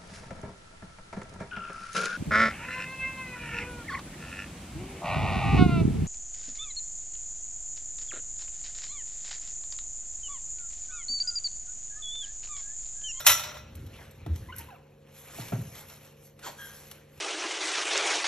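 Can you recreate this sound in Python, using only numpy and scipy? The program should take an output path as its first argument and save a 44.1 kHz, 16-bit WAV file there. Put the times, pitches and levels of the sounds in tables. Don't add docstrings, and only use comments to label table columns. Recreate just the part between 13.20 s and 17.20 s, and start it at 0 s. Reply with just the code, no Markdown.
import sys
import numpy as np
from scipy import signal
from scipy.fft import rfft, irfft, next_fast_len
from scipy.io import wavfile
from scipy.ndimage import uniform_filter1d, map_coordinates

SR = 44100
rng = np.random.default_rng(int(sys.argv[2]) if len(sys.argv) > 2 else 0)


def persist_wave(psi):
    counts = np.round(np.clip(psi, -1, 1) * 32767).astype(np.int16)
    wavfile.write(sys.argv[1], SR, np.atleast_2d(counts).T)


N = 176400


def amp(db):
    return 10 ** (np.asarray(db) / 20)

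def unit(x):
    return x / np.sqrt(np.mean(x ** 2) + 1e-20)

def along(points, hz):
    f, v = np.transpose(points)
    return np.interp(np.log(hz + 1), np.log(f + 1), v)

def curves(rows):
    s, *cols = np.transpose(rows)
    return [np.interp(np.arange(N) / SR, s, c) for c in cols]

def wobble(rate, size=N):
    knots = rng.standard_normal(size // 8)
    return map_coordinates(knots, [np.arange(size) * rate / SR], mode="mirror")

def colour(x, points, tilt_db=0):
    m = next_fast_len(len(x) + 4096)
    hz = np.fft.rfftfreq(m, 1 / SR)
    gain_db = along(points, hz) + tilt_db * np.log2(np.maximum(hz, 500) / 4000)
    return irfft(rfft(x, m) * amp(gain_db), m)[:len(x)]

def noise(points, size=N, tilt_db=0):
    return unit(colour(rng.standard_normal(size), points, tilt_db))

def fade(t, t60):
    return np.exp(-np.log(1000) * t / t60)

def arch(t, length):
    return np.sqrt(np.abs(np.sin(np.pi * np.clip(t / length, 0, 1))))

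def ring(modes, t, line_width_hz=13):
    hz, db, t60 = np.transpose(modes)[:, :, None]
    walk = np.cumsum(rng.standard_normal((len(hz), len(t))), axis=1)
    drift = walk * np.sqrt(2 * np.pi * line_width_hz / SR)
    phase = 2 * np.pi * (hz * t + rng.random(hz.shape)) + drift
    return (amp(db) * fade(t, t60) * np.sin(phase)).sum(0)

def add(track, s, x):
    i = round(s * SR)
    x = x[max(-i, 0):N - i]
    track[max(i, 0):][:len(x)] += x


# f/Hz, level/dB
FRIDGE_PARTIALS = [(96.9, -70), (145.5, -60.5), (214, -68), (457.6, -69.5), (490, -72), (539, -66.5)]

def fridge_and_air():
    t = np.arange(N) / SR
    hum = sum(amp(db) * np.sqrt(2) * np.sin(2 * np.pi * hz * t + .5 * wobble(1.9))
              for hz, db in FRIDGE_PARTIALS)
    air = noise([(20, -29.5), (50, -5), (330, -8.5), (400, -6), (600, -13), (2000, -34.5), (14000, -55)])
    return hum + amp(-62.5) * air


# t/s, level/dB
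RUMBLE_ENVELOPE = [(0, -62.5), (.08, -50.5), (.27, -56), (.5, -48.5), (.64, -41), (.8, -54), (.92, -57),
                   (1.06, -47.5), (1.14, -40), (1.3, -48), (1.45, -50.5), (1.6, -74), (2.3, -59),
                   (2.42, -49), (2.55, -60.5), (2.9, -66)]
# f/Hz, level/dB
RUMBLE_SPECTRUM = [(20, -28), (45, -5.5), (88, 6.5), (130, -6), (220, -13), (300, -12.5), (420, -24),
                   (900, -51)]

def rumble():
    return amp(curves(RUMBLE_ENVELOPE)[0]) * noise(RUMBLE_SPECTRUM)


# t/s, level/dB, tilt/(dB per octave)
TICK_EVENTS = [(.5536, -47.5, -1), (0.6648, -53.5, -3.5), (.9108, -53.5, -1), (1.063, -47, -9),
               (1.1597, -46.5, -4), (1.3636, -41, 8), (1.3835, -34.5, 6.5), (2.2837, -43, -6.5),
               (2.5521, -44.5, -5), (2.6988, -48, -5.5), (3.1921, -49.5, -7.5), (3.7138, -40, -5)]
# f/Hz, level/dB
TICK_SPECTRUM = [(200, -29), (1200, -7), (4000, 0), (7000, 0.5), (12000, 10.5), (16000, -6)]

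def ticks():
    out, t = np.zeros(N), np.arange(SR // 10) / SR
    envelope = fade(t, t60=0.048) + fade(t, t60=0.00075)
    for s, db, tilt in TICK_EVENTS:
        add(out, s, amp(db) * noise(TICK_SPECTRUM, len(t), tilt) * envelope)
    return out


def shifting_folds(x, depth_db=3):
    z = signal.stft(x, nperseg=512)[2]
    field = uniform_filter1d(rng.standard_normal(z.shape), size=7, axis=0)
    field = uniform_filter1d(field, size=6, axis=1)
    return unit(signal.istft(z * amp(depth_db * unit(field)), nperseg=512)[1][:N])

# t/s, treble level/dB, midrange level/dB
REACH_ENVELOPE = [(.48, -81, -60.5), (.57, -68.5, -61), (.69, -70, -61.5), (.745, -66, -52),
                  (.83, -63, -55), (.92, -74.5, -63.5), (.97, -68, -63), (1.04, -81.5, -61),
                  (1.18, -62, -60), (1.34, -70.5, -62), (1.395, -51, -51.5), (1.47, -71, -61),
                  (1.62, -82, -70)]
SCRAPE_ENVELOPE = [(1.86, -78, -68.5), (1.971, -57, -60), (2.08, -57.5, -55.5), (2.2, -47.5, -47.5),
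                   (2.32, -54, -55.5), (2.52, -58.5, -60.5), (2.59, -49.5, -50), (2.66, -62, -60),
                   (2.71, -55, -52.5), (2.8, -65, -63), (2.85, -59.5, -58), (2.96, -75.5, -68),
                   (3.061, -56.5, -67), (3.149, -85.5, -73), (3.27, -51.5, -48.5), (3.36, -64.5, -64),
                   (3.4, -52, -59.5), (3.56, -56, -55.5), (3.76, -63, -62), (3.87, -77, -69.5),
                   (3.978, -65, -62)]
# f/Hz, level/dB
CRINKLE_SPECTRUM = [(2500, -15.5), (4500, -5.5), (6500, -1), (8000, -4.5), (10200, -1.5), (11800, 6.5),
                    (13000, -17), (15000, -20)]
SWISH_SPECTRUM = [(200, -3), (600, 0), (2500, 0), (4000, -6.5), (6000, -16.5), (10000, -38.5)]

def rustle(creases_per_s=2500, crease_share=0.45):
    treble_db, middle_db = curves(list(REACH_ENVELOPE) + list(SCRAPE_ENVELOPE))
    impulses = (rng.random(N) < creases_per_s / SR) * rng.standard_normal(N)
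    creases = unit(impulses * amp(-np.minimum(rng.exponential(size=N), 3)))
    out = np.zeros(N)
    for db, spectrum in (treble_db + 0.5, CRINKLE_SPECTRUM), (middle_db - 1, SWISH_SPECTRUM):
        source = np.sqrt(crease_share) * creases + np.sqrt(1 - crease_share) * rng.standard_normal(N)
        out += amp(db) * shifting_folds(colour(source, spectrum))
    return out


# f/Hz, level/dB
WIPE_SPECTRUM = [(200, -7), (380, 1), (1400, -2), (2600, -7), (3300, -0.5), (3900, -5.5), (4600, 2),
                 (5500, -8.5), (7500, -2.5), (10000, -26)]

def wipe(start_s=3.221, length_s=0.095, from_hz=1750, to_hz=684, width_hz=520):
    out, t = np.zeros(N), np.arange(SR // 4) / SR
    hz = to_hz + (from_hz - to_hz) * np.clip(1 - t / length_s, 0, 1) ** 1.5
    phase = 2 * np.pi * np.cumsum(hz) / SR
    band = unit(wobble(width_hz, len(t)) * np.sin(phase) + wobble(width_hz, len(t)) * np.cos(phase))
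    hiss = noise(WIPE_SPECTRUM, len(t))
    add(out, start_s, arch(t, length_s) ** 2 * (amp(-45.5) * band + amp(-44) * hiss))
    return out


def stick_slip(rows, jitter, flutter_hz, roughness):
    out, t = np.zeros(N), np.arange(SR // 8) / SR
    for s, length, from_hz, to_hz, db, slope_db in rows:
        hz = np.interp(t, [0, length], [from_hz, to_hz]) * (1 + jitter * wobble(flutter_hz, len(t)))
        phase = 2 * np.pi * np.cumsum(hz) / SR
        grip = unit(1 + roughness * wobble(flutter_hz, len(t)))
        tone = sum(amp(slope_db * k - 7.9 * k * (k - 0.5)) * np.sin((k + 1) * phase) for k in range(3))
        add(out, s, amp(db) * arch(t, length) * grip * tone)
    return out

# t/s, duration/s, start f/Hz, end f/Hz, level/dB, overtone boost/(dB per harmonic)
NAPKIN_SQUEAKS = [(3.381, 0.105, 1650, 1576, -43, -4.5), (3.475, 0.084, 1650, 1605, -54, -6)]

def napkin():
    return stick_slip(NAPKIN_SQUEAKS, jitter=0.029, flutter_hz=892, roughness=0.46)

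# t/s, duration/s, start f/Hz, end f/Hz, level/dB, overtone boost/(dB per harmonic)
HINGE_SQUEAKS = [(1.286, 0.029, 1012, 1052, -43.5, -1.5), (1.323, 0.011, 1370, 1410, -40.5, 0.5),
                 (1.332, 0.019, 1485, 1505, -45, -11), (1.39, 0.0304, 904, 938, -48, -5),
                 (1.482, 0.0263, 1010, 935, -47, -13), (1.502, 0.049, 860, 650, -49, -5),
                 (1.502, 0.0095, 1370, 1270, -58.5, 8), (1.545, 0.0256, 1442, 1083, -55, -0.5)]

def hinges():
    return stick_slip(HINGE_SQUEAKS, jitter=0.04, flutter_hz=380, roughness=0.12)


# t/s, level/dB, final f/Hz, swell/s, T60/s, treble gain/dB
THUD_EVENTS = [(1.061, -22, 79.9, .06, 0.22, -12), (2.183, -34, 110, 0.016, 0.154, 2),
               (2.3208, -22, 109.7, 0.017, 0.12, -2), (2.378, -30.5, 102, 0.023, 0.15, -25)]
# f/Hz, level/dB, T60/s
KNOCK_MODES = [(156.2, -10.5, .2), (308.2, -14.5, 0.11), (693, -5, 0.058), (846, -16, 0.099),
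               (1367, -7.5, 0.036)]
# f/Hz, level/dB
BOOM_SPECTRUM = [(20, -26), (80, -4), (450, -12.5), (1400, -21), (8000, -46)]

def thuds(sweep_hz=1506, sweep_s=.0054, rise_s=0.005):
    out, t = np.zeros(N), np.arange(SR // 2) / SR
    for s, db, low_hz, swell, t60, treble_db in THUD_EVENTS:
        hz = low_hz + sweep_hz * np.exp(-t / sweep_s)
        envelope = np.minimum(t / swell, 1) ** 2.25 * fade(np.maximum(t - swell, 0), t60)
        note = envelope * np.sin(2 * np.pi * np.cumsum(hz) / SR)
        knock = ring(KNOCK_MODES, t)
        boom = amp(-13) * noise(BOOM_SPECTRUM, len(t)) * fade(t, t60=0.24)
        cupboard = (knock + boom) * np.minimum(t / rise_s, 1)
        add(out, s, amp(db) * colour(note + cupboard, [(330, 0), (600, treble_db)]))
    return out


# t/s, level/dB, tilt/(dB per octave)
CUTLERY_STRIKES = [(-.035, -16.5, -2.5), (.001, -26, -2.5), (0.046, -28.5, -2.5), (0.0649, -1, 1),
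                   (0.0723, -5.5, 0.5), (.084, -11, 0), (0.0934, -6.5, -1), (.099, -12.5, -2),
                   (.119, -17.5, 2), (.176, -34, -5), (0.194, -23.5, -3), (.2359, -25.5, -3)]
# f/Hz, level/dB, T60/s
MAIN_MODES = [(602.5, -17.5, 0.38), (1340, -17, 0.44), (1400, -6.5, 0.16), (1983, -8, 0.22),
              (2520, -11.5, .22), (3503, -7, 0.14), (3911, -2.5, 0.14), (5280, -5, 0.13), (5735, -11, 0.42),
              (5835, -7, 0.26), (7015, -6.5, 0.25), (10275, -3.5, .19), (11960, -3.5, 0.2),
              (12130, -0.5, 0.19)]
# f/Hz, level/dB
CLASH_SPECTRUM = [(200, -14.5), (420, -29), (620, -9), (1200, -3), (4000, -2), (4800, -5.5), (5800, -2),
                  (8500, -7), (12100, -4.5), (14800, -11.5)]

def clatter(fine_t60=0.17, rattle_gap_s=0.014, rise_s=.0012):
    out, t = np.zeros(N), np.arange(SR // 2) / SR
    fine_hz = np.geomspace(560, 14500, 260) * np.exp(.012 * rng.standard_normal(260))
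    fine = ring([(hz, along(CLASH_SPECTRUM, hz) + 10 * np.log10(hz), fine_t60) for hz in fine_hz], t)
    fine /= fine[:SR // 100].std()
    rattles = [(s + rng.random() * rattle_gap_s, -37 + 2 * rng.standard_normal(), -5.5)
               for s in np.arange(.245, .36, rattle_gap_s)]
    clash, crack = amp(-13.5) * fade(t, t60=0.066), amp(-14) * fade(t, t60=0.0083)
    attack = 1 - np.exp(-t / rise_s)
    for s, db, tilt in CUTLERY_STRIKES + rattles:
        force = rng.standard_normal(SR // 100) * fade(t[:SR // 100], t60=0.0027)
        shimmer = signal.fftconvolve(fine, force / np.linalg.norm(force))[:len(t)]
        ringing = amp(-19.5) * ring(MAIN_MODES, t) + amp(-20.5) * shimmer
        burst = noise(CLASH_SPECTRUM, len(t)) * (clash + crack)
        add(out, s, amp(db) * colour(ringing + burst, [(60, -15), (350, 2)], tilt) * attack)
    return out


# f/Hz, T60/s
REVERB_TIMES = [(100, 0.63), (700, 0.77), (4000, 0.6), (8000, .49), (13000, 0.36)]

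def kitchen(x, wet_db):
    hz, t, z = signal.stft(rng.standard_normal(SR), SR, nperseg=256)
    tail = signal.istft(z * fade(t, along(REVERB_TIMES, hz)[:, None]), SR, nperseg=256)[1]
    tail[:SR // 250] = 0
    return x + amp(wet_db) * signal.fftconvolve(x, tail / np.linalg.norm(tail))[:N]


# f/Hz, side level over mid/dB
SIDE_GAIN = [(100, -35), (370, -9.5), (680, -2), (1400, -15), (2800, -6), (6000, -4.5), (8000, 6.5),
             (11000, 3), (12200, -14)]

def widen(mid, across):
    m = next_fast_len(N + SR // 4)
    z = rfft(across, m)
    lead = np.pi / 2 + .5 * wobble(200, len(z))
    side = colour(irfft(z * np.exp(1j * lead), m)[:N], SIDE_GAIN)
    return np.array([mid + side, mid - side])


def scene():
    near = thuds() + rumble() + hinges() + napkin() + ticks() + rustle() + wipe()
    dishes, background = clatter(), fridge_and_air()
    mid, across = [kitchen(dishes, wet_db=-12.5) + kitchen(near, wet_db=-10.5) + background
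                   for _ in range(2)]
    return widen(mid, across)


# f/Hz, gain/dB
MIC_RESPONSE = [(4400, 0.5), (4850, -8.5), (5250, 1.5), (8100, -0.5), (8700, -17), (9300, -32.5),
                (9900, -4), (12800, 2.5), (13500, -8.5), (14500, -11)]
BAND_LIMIT_HZ = 14955

def record(dry):
    m = next_fast_len(N + SR // 4)
    hz = np.fft.rfftfreq(m, 1 / SR)
    return irfft(rfft(dry, m) * amp(along(MIC_RESPONSE, hz)) * (hz < BAND_LIMIT_HZ), m)[:, :N]


dry = scene()
out = record(dry)
persist_wave(out)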